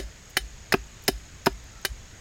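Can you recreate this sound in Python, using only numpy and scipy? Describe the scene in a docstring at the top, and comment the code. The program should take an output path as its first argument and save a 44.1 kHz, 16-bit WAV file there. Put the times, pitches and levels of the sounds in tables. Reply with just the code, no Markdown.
"""Six sharp, crunching chops: a heavy knife cuts a point onto a wooden stick standing on a stump.
Each chop fractures fibres and excites the damped modes of stick and blade; four carry on and knock
into the stump. A low shudder follows every blow, and the trees of the forest clearing reflect a faint
tail. Faint high ticks and two brief, thin hisses fall among the chops. An insect trills over the
quiet air; one far note sounds."""
import sys
import numpy as np
from scipy import signal
from scipy.fft import rfft, irfft
from scipy.io import wavfile
from scipy.ndimage import uniform_filter1d

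SR = 44100
rng = np.random.default_rng(int(sys.argv[2]) if len(sys.argv) > 2 else 0)


def generate_wav(sig):
    """Save sig (samples, or channels by samples) to the path in sys.argv[1] as 16-bit PCM at SR."""
    pcm = np.round(np.clip(np.atleast_2d(sig).T, -1, 1) * 32767).astype(np.int16)
    wavfile.write(sys.argv[1], SR, pcm)


N = 97108
LEAD = SR // 10  # lead-in, so that a blow can begin before time zero
T = np.arange(SR // 3) / SR  # time axis of one event [s]

# Spectra of air, echoes, ticks and hisses, cut fibres and stump crack:
# (frequency [Hz], relative level [dB])
AIR_SPECTRUM = [(10, -16), (25, -2), (60, 0.5), (100, -3.5), (170, -11.5), (260, -18), (450, -20.5),
                (1100, -24), (1900, -20.5), (2700, -24), (4500, -26), (6600, -26), (7900, -28), (9300, -43),
                (13000, -42), (16000, -47)]
ECHO_SPECTRUM = [(60, -13), (400, -4), (1000, -6), (2000, -1.5), (5000, 3), (9000, 2.5), (16000, -4)]
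TICK_SPECTRUM = [(100, -30), (2000, -18), (5000, -3), (8000, -7), (11000, -3), (14000, 2), (16000, -6)]
CRUNCH_SPECTRUM = [(60, -6), (300, -3), (800, 0), (1100, -3.5), (1700, 5), (2600, 0.5), (3400, -4),
                   (4300, 2), (5250, -2), (6100, -4.5), (8200, -10.5), (11000, -7), (15500, -8.5)]
CRACK_SPECTRUM = [(100, -5.5), (400, -7), (1000, 2), (1650, 0.5), (2100, -11), (2700, -4), (3400, -15),
                  (5200, -14), (7000, -33), (16000, -26)]
# Normal modes of the struck bodies: (frequency [Hz], relative level [dB], 60 dB decay time [s])
STUMP_MODES = [(143.7, -8, 0.041), (245.3, -2.5, .035), (298, -12, 0.055), (383.2, -0.5, 0.051),
               (708, -3, 0.032)]
STICK_MODES = [(234, -15, 0.037), (656, -22.5, 0.054), (762, -14.5, 0.051), (1548, -2, 0.024),
               (1733, 0, 0.024), (2026, -3, 0.032), (2250, -19, 0.023)]
BLADE_MODES = [(381, -1.5, .06), (3030, 1, 0.074), (3764, -7.5, 0.092), (4770, -11, 0.051),
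               (5260, -9, 0.069), (8925, -10, 0.074), (10700, -16, 0.08)]
EDGE_MODES = [(5145, 1, 0.028), (6990, -7, 0.02)]
# Brief, thin hisses: (time [s], hold time [s], level [dB])
THIN_HISSES = [(0.294, .014, -56), (1.035, .016, -62)]
# Faint high ticks: (time [s], level [dB])
HIGH_TICKS = [(0.752, -28), (1.025, -33), (1.040, -27), (1.052, -37), (1.449, -30), (1.530, -38),
              (1.642, -36), (1.815, -35)]
# Low vibration after each blow: (time [s], level [dB])
LOW_SHUDDERS = [(-0.015, -31), (0.386, -32), (0.746, -34), (1.096, -31), (1.475, -33), (1.868, -32)]
# Blows on the stump: (time [s], body [dB], crack [dB], clack frequency [Hz], clack [dB])
STUMP_KNOCKS = [(-0.014, -11, -33, 590, -5), (0.7389, -7.5, -15, 2515, -15),
                (1.085, -11.5, -27.5, 607, -17), (1.468, -8, -14, 940, -6)]
# Cuts into the stick: (time [s], cutting time [s], crunch [dB], treble tilt [dB/octave],
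# stick ring [dB], blade ring [dB], edge clink [dB], chip snap [dB])
BLADE_BITES = [(-0.018, 0.0041, -14.5, -0.5, -15.5, -29, -11, -20),
               (0.3681, .0045, -17, 0, -13, -21, -25, -3),
               (0.7223, 0.0055, -18.5, -2, -14, -35, -13.5, -33),
               (1.0790, 0.0039, -14.5, 2.13, -20.5, -25.5, -11.5, -7.5),
               (1.459, 0.0091, -26, 0.3, -25.5, -37, -13.5, -30),
               (1.8490, 0.0062, -20.5, 0.16, -18, -26, -44, -12)]

AIR_DB, AIR_PATCH_DB = -46.5, 1
CALL_START_S, CALL_LENGTH_S, CALL_HZ, CALL_DB = 1.715, .12, 1360, -57
TRILL_HZ, TRILL_BLUR_HZ, TRILL_DB = 6664, 260, -57
STROKE_FALL_HZ, STROKES_PER_S, STROKE_JITTER = 750, 39.6, .04
NEAR_DB, NEAR_T60, FAR_DB, FAR_T60 = -19.5, 0.13, -30, 0.46
SHUDDER_HZ, SHUDDER_PEAK_S, SHUDDER_SHAPE, SHUDDER_TAIL_DB, SHUDDER_T60 = 52.5, 0.05, 3.8, -1, 0.34
IMPULSES_PER_S, IMPULSE_SPREAD_DB = 9000, 5.5
SNAP_DELAY_S, SNAP_TILT_DB = .0022, 1.5


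def amp(db):
    """Amplitude ratio of a level in decibels."""
    return 10 ** (np.asarray(db) / 20)


def unit(x):
    """Normalisation to an rms of 1."""
    return x / np.sqrt(np.mean(x ** 2) + 1e-20)


def decay(t, t60):
    """Exponential damping from t = 0: 60 dB in t60 seconds."""
    return np.exp(-np.log(1000) * np.maximum(t, 0) / t60)


def level_at(spectrum, hz):
    """Interpolation of a spectrum along a logarithmic frequency axis."""
    freqs, db = np.transpose(spectrum)
    return np.interp(np.log(hz + 1), np.log(freqs), db)


def add(mix, start_s, sound):
    """Superposition of a sound on a track that has a lead-in."""
    part = mix[max(LEAD + round(start_s * SR), 0):][:len(sound)]
    part += sound[:len(part)]


def colour(x, spectrum, tilt_db=0):
    """Minimum-phase filter of unit energy, tilted by tilt_db per octave above 500 Hz."""
    hz = abs(np.fft.fftfreq(2048, 1 / SR))
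    octaves = np.log2(np.maximum(hz, 500) / 500)
    log_gain = np.log(amp(level_at(spectrum, hz) + tilt_db * octaves))
    response = np.exp(np.conj(signal.hilbert(log_gain)))
    taps = np.fft.ifft(response).real[:len(hz) // 2]
    return signal.fftconvolve(x, taps / np.linalg.norm(taps))[:len(x)]


def wander(count, hz):
    """Low-pass noise: smooth random motion up to about hz."""
    freqs = np.fft.rfftfreq(count, 1 / SR)
    return unit(irfft(rfft(rng.standard_normal(count)) * np.exp(-(freqs / hz) ** 2), count))


def blurred_tone(hz, blur_hz):
    """Random modulation widens a pitch curve into a narrow band: a tone blurred by distance."""
    phase = 2 * np.pi * np.cumsum(hz) / SR
    return unit(wander(len(hz), blur_hz) * np.cos(phase) + wander(len(hz), blur_hz) * np.sin(phase))


def air():
    """Broadband noise: low rumble and leaf hiss, its level drifting in time and frequency."""
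    hz, _, bands = signal.stft(rng.standard_normal(N), SR, nperseg=2048, noverlap=1536)
    patches = uniform_filter1d(rng.standard_normal(bands.shape), size=16, axis=0)
    patches = unit(uniform_filter1d(patches, size=6, axis=1))
    bands *= amp(level_at(AIR_SPECTRUM, hz)[:, None] + AIR_PATCH_DB * patches)
    return amp(AIR_DB) * unit(signal.istft(bands, SR, nperseg=2048, noverlap=1536)[1][:N])


def far_call():
    """A narrow band under a half-sine envelope: one faint note, perhaps a distant bird."""
    arch = np.sin(np.linspace(0, np.pi, round(CALL_LENGTH_S * SR)))
    return amp(CALL_DB) * arch * blurred_tone(np.full(len(arch), CALL_HZ), blur_hz=70)


def insect():
    """Stridulation: each wing stroke is a short falling chirp."""
    stroke_rate = STROKES_PER_S * (1 + STROKE_JITTER * wander(N, hz=9.1))
    stroke = np.cumsum(stroke_rate) / SR % 1
    tone = blurred_tone(TRILL_HZ + STROKE_FALL_HZ * (.5 - stroke), TRILL_BLUR_HZ)
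    return amp(TRILL_DB) * unit(tone * (1 + np.sin(np.pi * stroke) ** 2))


def forest(x, t60):
    """Reverberation: sparse reflections from ground and trunks, arriving after 7 ms."""
    t = np.arange(SR) / SR
    reflections = rng.standard_normal(SR) * (rng.random(SR) < 3000 / SR)  # about 3000 a second
    taps = reflections * decay(t, t60) * (t > .007)
    return signal.fftconvolve(x, colour(taps / np.linalg.norm(taps), ECHO_SPECTRUM))[:len(x)]


def crackle(rise_s, hold_s, t60):
    """Shot noise: a dense burst of random impulses, spectrally flattened."""
    envelope = np.minimum(T / rise_s, 1) * decay(T - hold_s, t60)
    sizes = amp(IMPULSE_SPREAD_DB * np.clip(rng.standard_normal(len(T)), -2, 2))
    signs = rng.choice([-1, 1], len(T))
    impulses = rng.random(len(T)) < IMPULSES_PER_S / SR
    spectrum = rfft(envelope * sizes * signs * impulses)
    band_rms = np.sqrt(uniform_filter1d(abs(spectrum) ** 2, size=160) + 1e-12)
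    burst = irfft(spectrum / band_rms, len(T)) * (T < hold_s + t60)
    return burst * np.linalg.norm(envelope) / np.linalg.norm(burst)


def thin_hiss(hold_s):
    """Filtered shot noise: a brief, thin hiss."""
    return colour(crackle(rise_s=0.0028, hold_s=hold_s, t60=.03), TICK_SPECTRUM)


def click(spectrum, tilt_db=0):
    """Impulse response: one sharp click with the given spectrum."""
    return colour(signal.unit_impulse(len(T)), spectrum, tilt_db)


def shudder():
    """Damped oscillation: a deep vibration swells and dies away."""
    age = T / SHUDDER_PEAK_S
    swell = (age * np.exp(1 - age)) ** SHUDDER_SHAPE
    tail = amp(SHUDDER_TAIL_DB) * np.minimum(age, 1) * decay(T - SHUDDER_PEAK_S, SHUDDER_T60)
    fade = 1 - (T / T[-1]) ** 2
    return np.maximum(swell, tail) * np.sin(2 * np.pi * SHUDDER_HZ * T) * fade


def ring(modes, rise_s):
    """Modal vibration: damped sines of alternating sign build up while the blow pushes on them."""
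    partials = ((-1) ** k * amp(db) * decay(T, t60) * np.sin(2 * np.pi * hz * T)
                for k, (hz, db, t60) in enumerate(modes))
    return np.minimum(T / rise_s, 1) * sum(partials)


def knock(body_db, crack_db, clack_hz, clack_db):
    """Impact on the stump: hollow body modes, a dull crack and a clack pitched by the spot struck."""
    impact_rise_s = 0.00086
    body = amp(body_db) * ring(STUMP_MODES, rise_s=0.0041)
    crack = amp(crack_db) * colour(crackle(impact_rise_s, hold_s=0.0022, t60=0.024), CRACK_SPECTRUM)
    clack = ring([(clack_hz, clack_db, 0.024)], impact_rise_s)
    return body + crack + clack


def bite(cut_s, crunch_db, tilt_db, stick_db, blade_db, clink_db, snap_db):
    """Fracture and resonance: fibres tear and a chip snaps off, while stick, blade and edge ring."""
    fibres = crackle(rise_s=0.0014, hold_s=cut_s, t60=0.026)
    crunch = amp(crunch_db) * colour(fibres, CRUNCH_SPECTRUM, tilt_db)
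    snap = amp(snap_db) * np.roll(click(CRUNCH_SPECTRUM, SNAP_TILT_DB), round(SNAP_DELAY_S * SR))
    stick = amp(stick_db) * ring(STICK_MODES, rise_s=0.00078)
    blade = amp(blade_db) * ring(BLADE_MODES, rise_s=0.0032)
    clink = amp(clink_db) * ring(EDGE_MODES, rise_s=0.0039)
    return crunch + snap + stick + blade + clink


def scene():
    """Superposition of the chops, their reflections and the forest background."""
    chops, echoless = np.zeros((2, LEAD + N))
    for start_s, *cut in BLADE_BITES:
        add(chops, start_s, bite(*cut))
    for start_s, *blow in STUMP_KNOCKS:
        add(chops, start_s, knock(*blow))
    for start_s, db in HIGH_TICKS:
        add(chops, start_s, amp(db) * click(TICK_SPECTRUM))
    for start_s, db in LOW_SHUDDERS:
        add(echoless, start_s, amp(db) * shudder())
    for start_s, hold_s, db in THIN_HISSES:
        add(echoless, start_s, amp(db) * thin_hiss(hold_s))
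    add(echoless, CALL_START_S, far_call())
    echoes = amp(NEAR_DB) * forest(chops, NEAR_T60) + amp(FAR_DB) * forest(chops, FAR_T60)
    return ((chops + echoes + echoless)[LEAD:] + air() + insect())[None]


def record(dry):
    """Soft saturation rounds the peaks; a low-pass filter then limits the band."""
    ceiling, cutoff_hz = .65, 16200
    rounded = dry / (1 + (dry / ceiling) ** 4) ** .25
    low_pass = signal.firwin(255, cutoff_hz, window=("kaiser", 9), fs=SR)
    return signal.oaconvolve(rounded, low_pass[None], "same")


dry = scene()
out = record(dry)
generate_wav(out)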